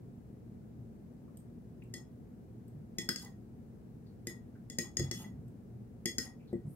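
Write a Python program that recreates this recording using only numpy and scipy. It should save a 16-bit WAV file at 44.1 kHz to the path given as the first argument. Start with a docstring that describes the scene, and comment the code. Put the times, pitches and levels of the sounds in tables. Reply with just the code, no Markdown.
"""Ventilation hums steadily in a small office, and a desk takes a soft, low bump.
Close to the microphone, a metal spoon stirs faintly in a cup, then clinks round it a dozen times.
Each clink ticks, rings the cup and the hand-damped spoon, and thuds into the desk; some run on as
a short scrape. More bumps and two dull knocks come from the desk, and a thin swish rises at the end."""
import sys
import numpy as np
from scipy import signal
from scipy.fft import rfft, irfft
from scipy.io import wavfile
from scipy.ndimage import uniform_filter1d

SR = 44100
rng = np.random.default_rng(int(sys.argv[2]) if len(sys.argv) > 2 else 0)


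def log_audio(samples):
    """Write samples as a 16-bit WAV file to the path given in sys.argv[1]."""
    # one column per channel
    frames = np.atleast_2d(samples).T
    # limit to full scale, then quantise
    limited = np.clip(frames, -1, 1)
    pcm = np.round(limited * 32767).astype(np.int16)
    wavfile.write(sys.argv[1], SR, pcm)


N = 297787
RING_N = int(.4 * SR)  # samples in one short sound
RING_T = np.arange(RING_N) / SR

# The spoon's blows on the cup: t/s, force/dB, how flat/0-1, how sideways/0-1, # where round the wall/0-1, drag
# afterwards/s
BLOWS = [(1.9383, -56.5, 0.23, 0.2, 0.63, 0.011), (2.984, -49, 0.07, .3, 0.82, 0.011),
         (3.089, -48, 1, 0, 0.65, 0.0038), (3.159, -59, 0.88, 0.33, 1, .079), (4.27, -51, 0, 0.1, 0, 0.014),
         (4.699, -62.5, 0.24, 0.47, 0.77, 0.0069), (4.785, -46, .15, 0.38, 0.23, 0.041),
         (4.9688, -55, 0.66, 0.83, 0.68, 0), (4.9946, -54.5, 0.57, 0, 1, .049),
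         (5.1123, -52.5, 0.56, 0.32, 0.7, 0.11), (6.0563, -46, 0.1, 0.31, 0.67, 0.0096),
         (6.1826, -49.5, 0.76, 0.38, 0.18, 0.063)]
# The tones of the cup's wall, in close pairs: f/Hz, ring time/s, level/dB
CUP_TONES = [(1900, 0.19, -1), (1988, 0.1, 3), (3356, 0.2, 3), (3470, 0.085, -24), (4350, 0.14, -2.5),
             (5200, 0.086, -8), (5400, 0.13, -1.5), (6760, .09, -8.5), (6960, 0.16, -7), (8200, 0.13, -14)]
# The spectrum of the tick where spoon meets cup: f/Hz, level/dB
TICK_SPECTRUM = [(500, -1), (1000, -17.5), (2300, -8.5), (3100, 1.5), (3750, -6), (4400, 0), (5800, -5),
                 (7400, 0.5), (9800, -3), (12000, -0.5), (13500, -5.5), (16000, -10.5)]


def gain(db):
    """Turn decibels into a number to multiply by."""
    return 10 ** (np.asarray(db) / 20)


def unit(x):
    """Scale a sound to an average (rms) level of 1."""
    return x / np.sqrt(np.mean(x ** 2))


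def add(out, start_s, sound):
    """Mix a stereo sound in at its start time."""
    i = int(start_s * SR)
    out[:, i:i + sound.shape[1]] += sound[:, :N - i]


def pan(left_db):
    """Two gains that make the left side left_db louder than the right."""
    return gain(np.array([[left_db], [-left_db]]) / 2)


def noise(points, size=RING_N):
    """Noise whose spectrum follows points of f/Hz, level/dB."""
    hz, db = np.transpose(points)
    f = np.maximum(np.fft.rfftfreq(size, 1 / SR), 1)
    shape = gain(np.interp(np.log(f), np.log(hz), db))
    return unit(irfft(rfft(rng.standard_normal(size)) * shape, size))


def band(hz, width_hz, size=RING_N):
    """Noise gathered round one pitch."""
    f = np.maximum(np.fft.rfftfreq(size, 1 / SR), .1)
    off_pitch = (f * f - hz * hz) / (f * width_hz)
    return unit(irfft(rfft(rng.standard_normal(size)) / (1 + off_pitch ** 2), size))


def swell(peak_s):
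    """A push that grows until peak_s and dies away."""
    return RING_T / peak_s * np.exp(-RING_T / peak_s)


def fade(ring_s):
    """A level that falls by 60 dB in the ring time."""
    return np.exp(-np.log(1000) * RING_T / ring_s)


def ring(tones, build_s=0.0014, scatter_db=2):
    """Tones build up as a blow spreads; the spot that is hit favours different ones each time."""
    sound = np.zeros(RING_N)
    for hz, ring_s, db in tones:
        strength = gain(db + scatter_db * rng.standard_normal())
        sound += strength * fade(ring_s) * np.sin(2 * np.pi * hz * RING_T)
    return sound * (1 - np.exp(-RING_T / build_s))


def office(early_db=-4, early_s=.045, tail_db=-4.5, tail_s=0.21, walls_delay_s=.015):
    """The room's answer to a click: direct sound, quick echoes off desk and body, then a short tail."""
    early = fade(early_s) * (RING_T > .0005)
    tail = fade(tail_s) * (1 - np.exp(-(RING_T / walls_delay_s) ** 2))
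    early *= gain(early_db) / np.linalg.norm(early)
    tail *= gain(tail_db) / np.linalg.norm(tail)
    room = np.hypot(early, tail) * rng.standard_normal((2, RING_N))
    # low sounds reach both microphones alike
    room[1] += signal.sosfilt(signal.butter(1, 350, fs=SR, output="sos"), room[0] - room[1])
    # the direct sound meets the left microphone first
    room[0, 0] += 1
    room[1, 4] += 1
    return room


def heard(sound, room, db):
    """Carry a sound through the room and set its loudest 25 ms to db."""
    stereo = signal.fftconvolve(sound[None], room, axes=1)
    power = uniform_filter1d(np.mean(stereo ** 2, axis=0), int(.025 * SR))
    return stereo * gain(db) / np.sqrt(power.max())


def ventilation(shared_db=-52, side_db=-60.5, waver=0.99, waver_hz=10, lean_left=.28):
    """Moving air rumbles and a motor's hum wavers; the middle pitches come more from the left."""
    # The air noise that both sides share: f/Hz, level/dB
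    shared_spectrum = [(12, -58), (20, -32.5), (34, -27.5), (44, -9), (107, -5), (182, -6), (228, -2.5),
                       (262, -11), (434, -16.5), (590, -27), (718, -28.5), (1030, -40), (1710, -43.5),
                       (3340, -54), (16000, -55)]
    # The air noise that differs between the sides: f/Hz, level/dB
    side_spectrum = [(12, -43), (20, -22), (60, 3.5), (91, -8), (120, 2), (182, -5.5), (241, 3), (277, -4),
                     (357, -2.5), (410, -11.5), (660, -16), (1400, -27.5), (3440, -39.5), (14700, -40.5),
                     (16000, -29.5)]
    # The motor's tones: f/Hz, level/dB
    motor_tones = [(118.4, -61), (239, -66)]
    t, hum = np.arange(N) / SR, np.zeros(N)
    for hz, db in motor_tones:
        wobble = 1 + waver * band(0, waver_hz, N)
        hum += gain(db) * np.sqrt(2) * wobble * np.sin(2 * np.pi * hz * t)
    shared = gain(shared_db) * noise(shared_spectrum, N) + hum
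    side = gain(side_db) * noise(side_spectrum, N)
    air = np.array([shared + side, shared - side])
    middle = signal.sosfiltfilt(signal.butter(2, [330, 1300], "band", fs=SR, output="sos"), air)
    return pan(left_db=0.2) * air + lean_left * np.array([[1], [-1]]) * middle


def soft_contacts(events, width_share):
    """Each soft contact is a swell of noise round one pitch; its width is a share of that pitch."""
    out = np.zeros((2, N))
    for start_s, db, hz, peak_s in events:
        add(out, start_s, heard(swell(peak_s) * band(hz, width_share * hz), office(), db))
    return out


def bumps():
    """The desk takes a few soft, low bumps."""
    # Bumps on the desk: t/s, level/dB, f/Hz, swell time/s
    desk_bumps = [(.785, -46, 118, 0.015), (2.72, -46, 122, 0.031), (4.988, -34.5, 112, 0.022),
                  (5.13, -46.5, 190.5, 0.09), (5.31, -45.5, 116.5, 0.064), (6.65, -40.5, 130, 0.014)]
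    return soft_contacts(desk_bumps, width_share=.42)


def stirs():
    """The spoon stirs faintly in the cup, and the drink plops now and then."""
    # Small sounds in the cup, spoon moves and plops of the drink: t/s, level/dB, f/Hz, swell time/s
    cup_sounds = [(1.27, -73, 1170, 0.013), (1.82, -64.5, 2420, 0.0027), (4.06, -77, 4370, 0.013),
                  (4.55, -70, 1470, 0.0075), (6.39, -75, 2450, 0.022), (6.472, -74.5, 4000, 0.012)]
    return soft_contacts(cup_sounds, width_share=0.26)


def touches(fizz_db=-1, tick_db=-6, peak_s=0.0014):
    """The spoon's tip barely touches: just the top of its ring, a little fizz and a weak tick."""
    # Touches of the tip: t/s, level/dB
    tip_touches = [(1.371, -60), (1.836, -74), (2.68, -71), (5.48, -75), (6.528, -70.5)]
    out = np.zeros((2, N))
    for start_s, db in tip_touches:
        high_ring = band(hz=8200, width_hz=1400)
        fizz = gain(fizz_db) * band(hz=12500, width_hz=5000)
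        tick = gain(tick_db) * noise(TICK_SPECTRUM)
        add(out, start_s, heard(swell(peak_s) * (high_ring + fizz + tick), office(), db))
    return out


def clinks(tick_db=4, low_db=5.5, upper_db=-10, place_db=16.5, thud_db=10.5, full_force_db=-44):
    """Each blow ticks, rings cup and spoon, thuds into the desk and clacks; harder is louder."""
    out = np.zeros((2, N))
    for start_s, force_db, *contact, _ in BLOWS:
        flat, side, place = np.clip(contact, 0, 1)
        room = office()
        # a flat landing makes the tick louder and the cup's low tones softer
        flat_tick_db, flat_cup_db = 4.5 * flat, -1 * flat
        tick = noise(TICK_SPECTRUM) * swell(peak_s=0.0012)
        add(out, start_s, pan(left_db=-2) * heard(tick, room, force_db + tick_db + flat_tick_db))
        # at some places round the wall, the cup's upper tones ring more freely
        wall = cup(room, force_db + low_db + flat_cup_db, force_db + upper_db + place_db * place, flat, place)
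        add(out, start_s, wall)
        add(out, start_s, thud(force_db + thud_db))
        for hz, ring_s, db in spoon_tones(flat, side):
            buzz = chatter(ring([(hz, ring_s, db)], build_s=0.00059))
            add(out, start_s, pan(left_db=4.5) * heard(buzz, room, force_db + db))
        # the handle clacks clearly only near full force, most of all sideways on the spoon's edge
        clack = band(hz=2400, width_hz=550) * swell(peak_s=0.0031)
        clack_db = force_db - full_force_db - 8 + 13.5 * side - 4.5 * flat
        add(out, start_s, heard(clack, room, force_db + clack_db))
    return out


def cup(room, low_db, upper_db, flat=0., place=0.46, slosh=.004, flat_damping=0.34):
    """The cup's wall rings; the moving drink shifts its tones, and a flat spoon cuts them short."""
    tuning = 1 + slosh * rng.standard_normal(len(CUP_TONES))
    shorten = 1 - flat_damping * flat
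    tones = [(hz * shift, ring_s * shorten, db) for (hz, ring_s, db), shift in zip(CUP_TONES, tuning)]
    tilt_db = 9 * (place - .5)  # blows at one side of the wall favour the higher of the two low tones
    low_pair = [(hz, ring_s, db + sign * tilt_db) for (hz, ring_s, db), sign in zip(tones, (-1, 1))]
    return heard(ring(low_pair), room, low_db) + heard(ring(tones[2:]), room, upper_db)


def thud(db, muffle_hz=750):
    """The desk top takes a blow through the cup's foot, which softens it."""
    # The tones of the desk top: f/Hz, ring time/s, level/dB
    desk_tones = [(119, .07, -14.5), (190.4, 0.11, -2.5), (236.3, 0.055, 8), (344.4, 0.099, 2),
                  (451, 0.061, -2.5), (527.5, 0.053, -9), (672, 0.033, -13.5)]
    muffled = signal.sosfilt(signal.butter(2, muffle_hz, fs=SR, output="sos"), ring(desk_tones))
    return pan(left_db=3) * heard(muffled, office(), db)


def spoon_tones(flat, side, flat_pitch_drop=0.017):
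    """The way the spoon lands sets how loud and how high its tones are."""
    # The spoon's tones, damped by the fingers: f/Hz, ring time/s, level/dB,
    # change when flat/dB, change when sideways/dB
    held_tones = [(1313, .025, -25, 24, -8), (1602, 0.01, -21, 28.5, -3.5), (5154, 0.011, 3, 12.5, 7),
                  (6697, 0.02, 1, 4, 22), (8295, 0.0066, 0.5, 4, 5.5)]
    return [(hz * (1 - flat_pitch_drop * flat), ring_s, db + flat * flat_db + side * side_db)
            for hz, ring_s, db, flat_db, side_db in held_tones]


def chatter(sound, peak_s=0.00066):
    """Hard surfaces buzz against each other for a moment before they part."""
    force = swell(peak_s) * rng.standard_normal(RING_N)
    return signal.fftconvolve(sound, force)[:len(sound)]


def scrapes(delay_s=.021, slips_per_s=900, uneven_db=4, cup_db=-9, spoon_db=-3, grit_db=-2):
    """The dragged spoon makes many tiny, uneven slips that ring cup and spoon and hiss like grit."""
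    out = np.zeros((2, N))
    for blow_s, _, flat, side, _, drag_s in BLOWS:
        if drag_s < delay_s / 2:
            continue
        start_s, size, room = blow_s + delay_s, int(drag_s * SR), office()
        db = -55.5 + 10 * np.log10(drag_s / 0.073)  # longer drags are louder
        slips = (rng.random(size) < slips_per_s / SR) * rng.choice([-1, 1], size)
        slips = slips * gain(uneven_db * rng.standard_normal(size))
        slips *= signal.windows.tukey(size, .3)  # ease in and out
        grit = noise(TICK_SPECTRUM) * fade(ring_s=0.0078)
        wall, spoon = ring(CUP_TONES), ring(spoon_tones(flat, side))
        for part, part_db in (wall, cup_db), (spoon, spoon_db), (grit, grit_db):
            add(out, start_s, heard(signal.fftconvolve(slips, part), room, db + part_db))
        # the cup's hollow answers halfway through, and its wall rings as the spoon leaves
        hollow = swell(peak_s=0.023) * band(hz=830, width_hz=430)
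        add(out, start_s + drag_s / 2, heard(hollow, room, db - 6))
        add(out, start_s + drag_s, cup(room, low_db=db - 3, upper_db=db - 12, flat=flat))
    return out


def knocks():
    """Dull blows on the desk faintly shake the cup."""
    # Knocks on the desk: t/s, level/dB
    desk_knocks = [(4.997, -34.5), (6.5292, -32)]
    out = np.zeros((2, N))
    for start_s, db in desk_knocks:
        add(out, start_s, thud(db) + cup(office(), low_db=db - 34, upper_db=db - 50))
    return out


def swish(start_s=6.65, from_hz=7400, rise_hz_per_s=32000, upper_ratio=1.24, swell_s=0.06, db=-69.5):
    """Two thin bands of hiss swell and glide upward together."""
    phase = 2 * np.pi * np.cumsum(from_hz + rise_hz_per_s * RING_T) / SR
    hiss = np.zeros((2, RING_N))
    for channel in hiss:
        for ratio in 1, upper_ratio:
            channel += band(0, width_hz=1100) * np.sin(ratio * phase)
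    out = np.zeros((2, N))
    add(out, start_s, hiss * gain(db) * np.minimum(RING_T / swell_s, 1))
    return out


def scene():
    """Spoon, cup and desk over the hum of the ventilation."""
    soft_sounds = bumps() + stirs() + touches() + swish()
    return ventilation() + clinks() + scrapes() + knocks() + soft_sounds


def record(dry, low_cut_hz=42, high_cut_hz=15800):
    """The microphone drops the deepest bass and the recorder cuts the highest treble."""
    thinned = signal.sosfilt(signal.butter(2, low_cut_hz, "high", fs=SR, output="sos"), dry)
    return signal.sosfilt(signal.ellip(10, .2, 70, high_cut_hz, fs=SR, output="sos"), thinned)


dry = scene()
out = record(dry)
log_audio(out)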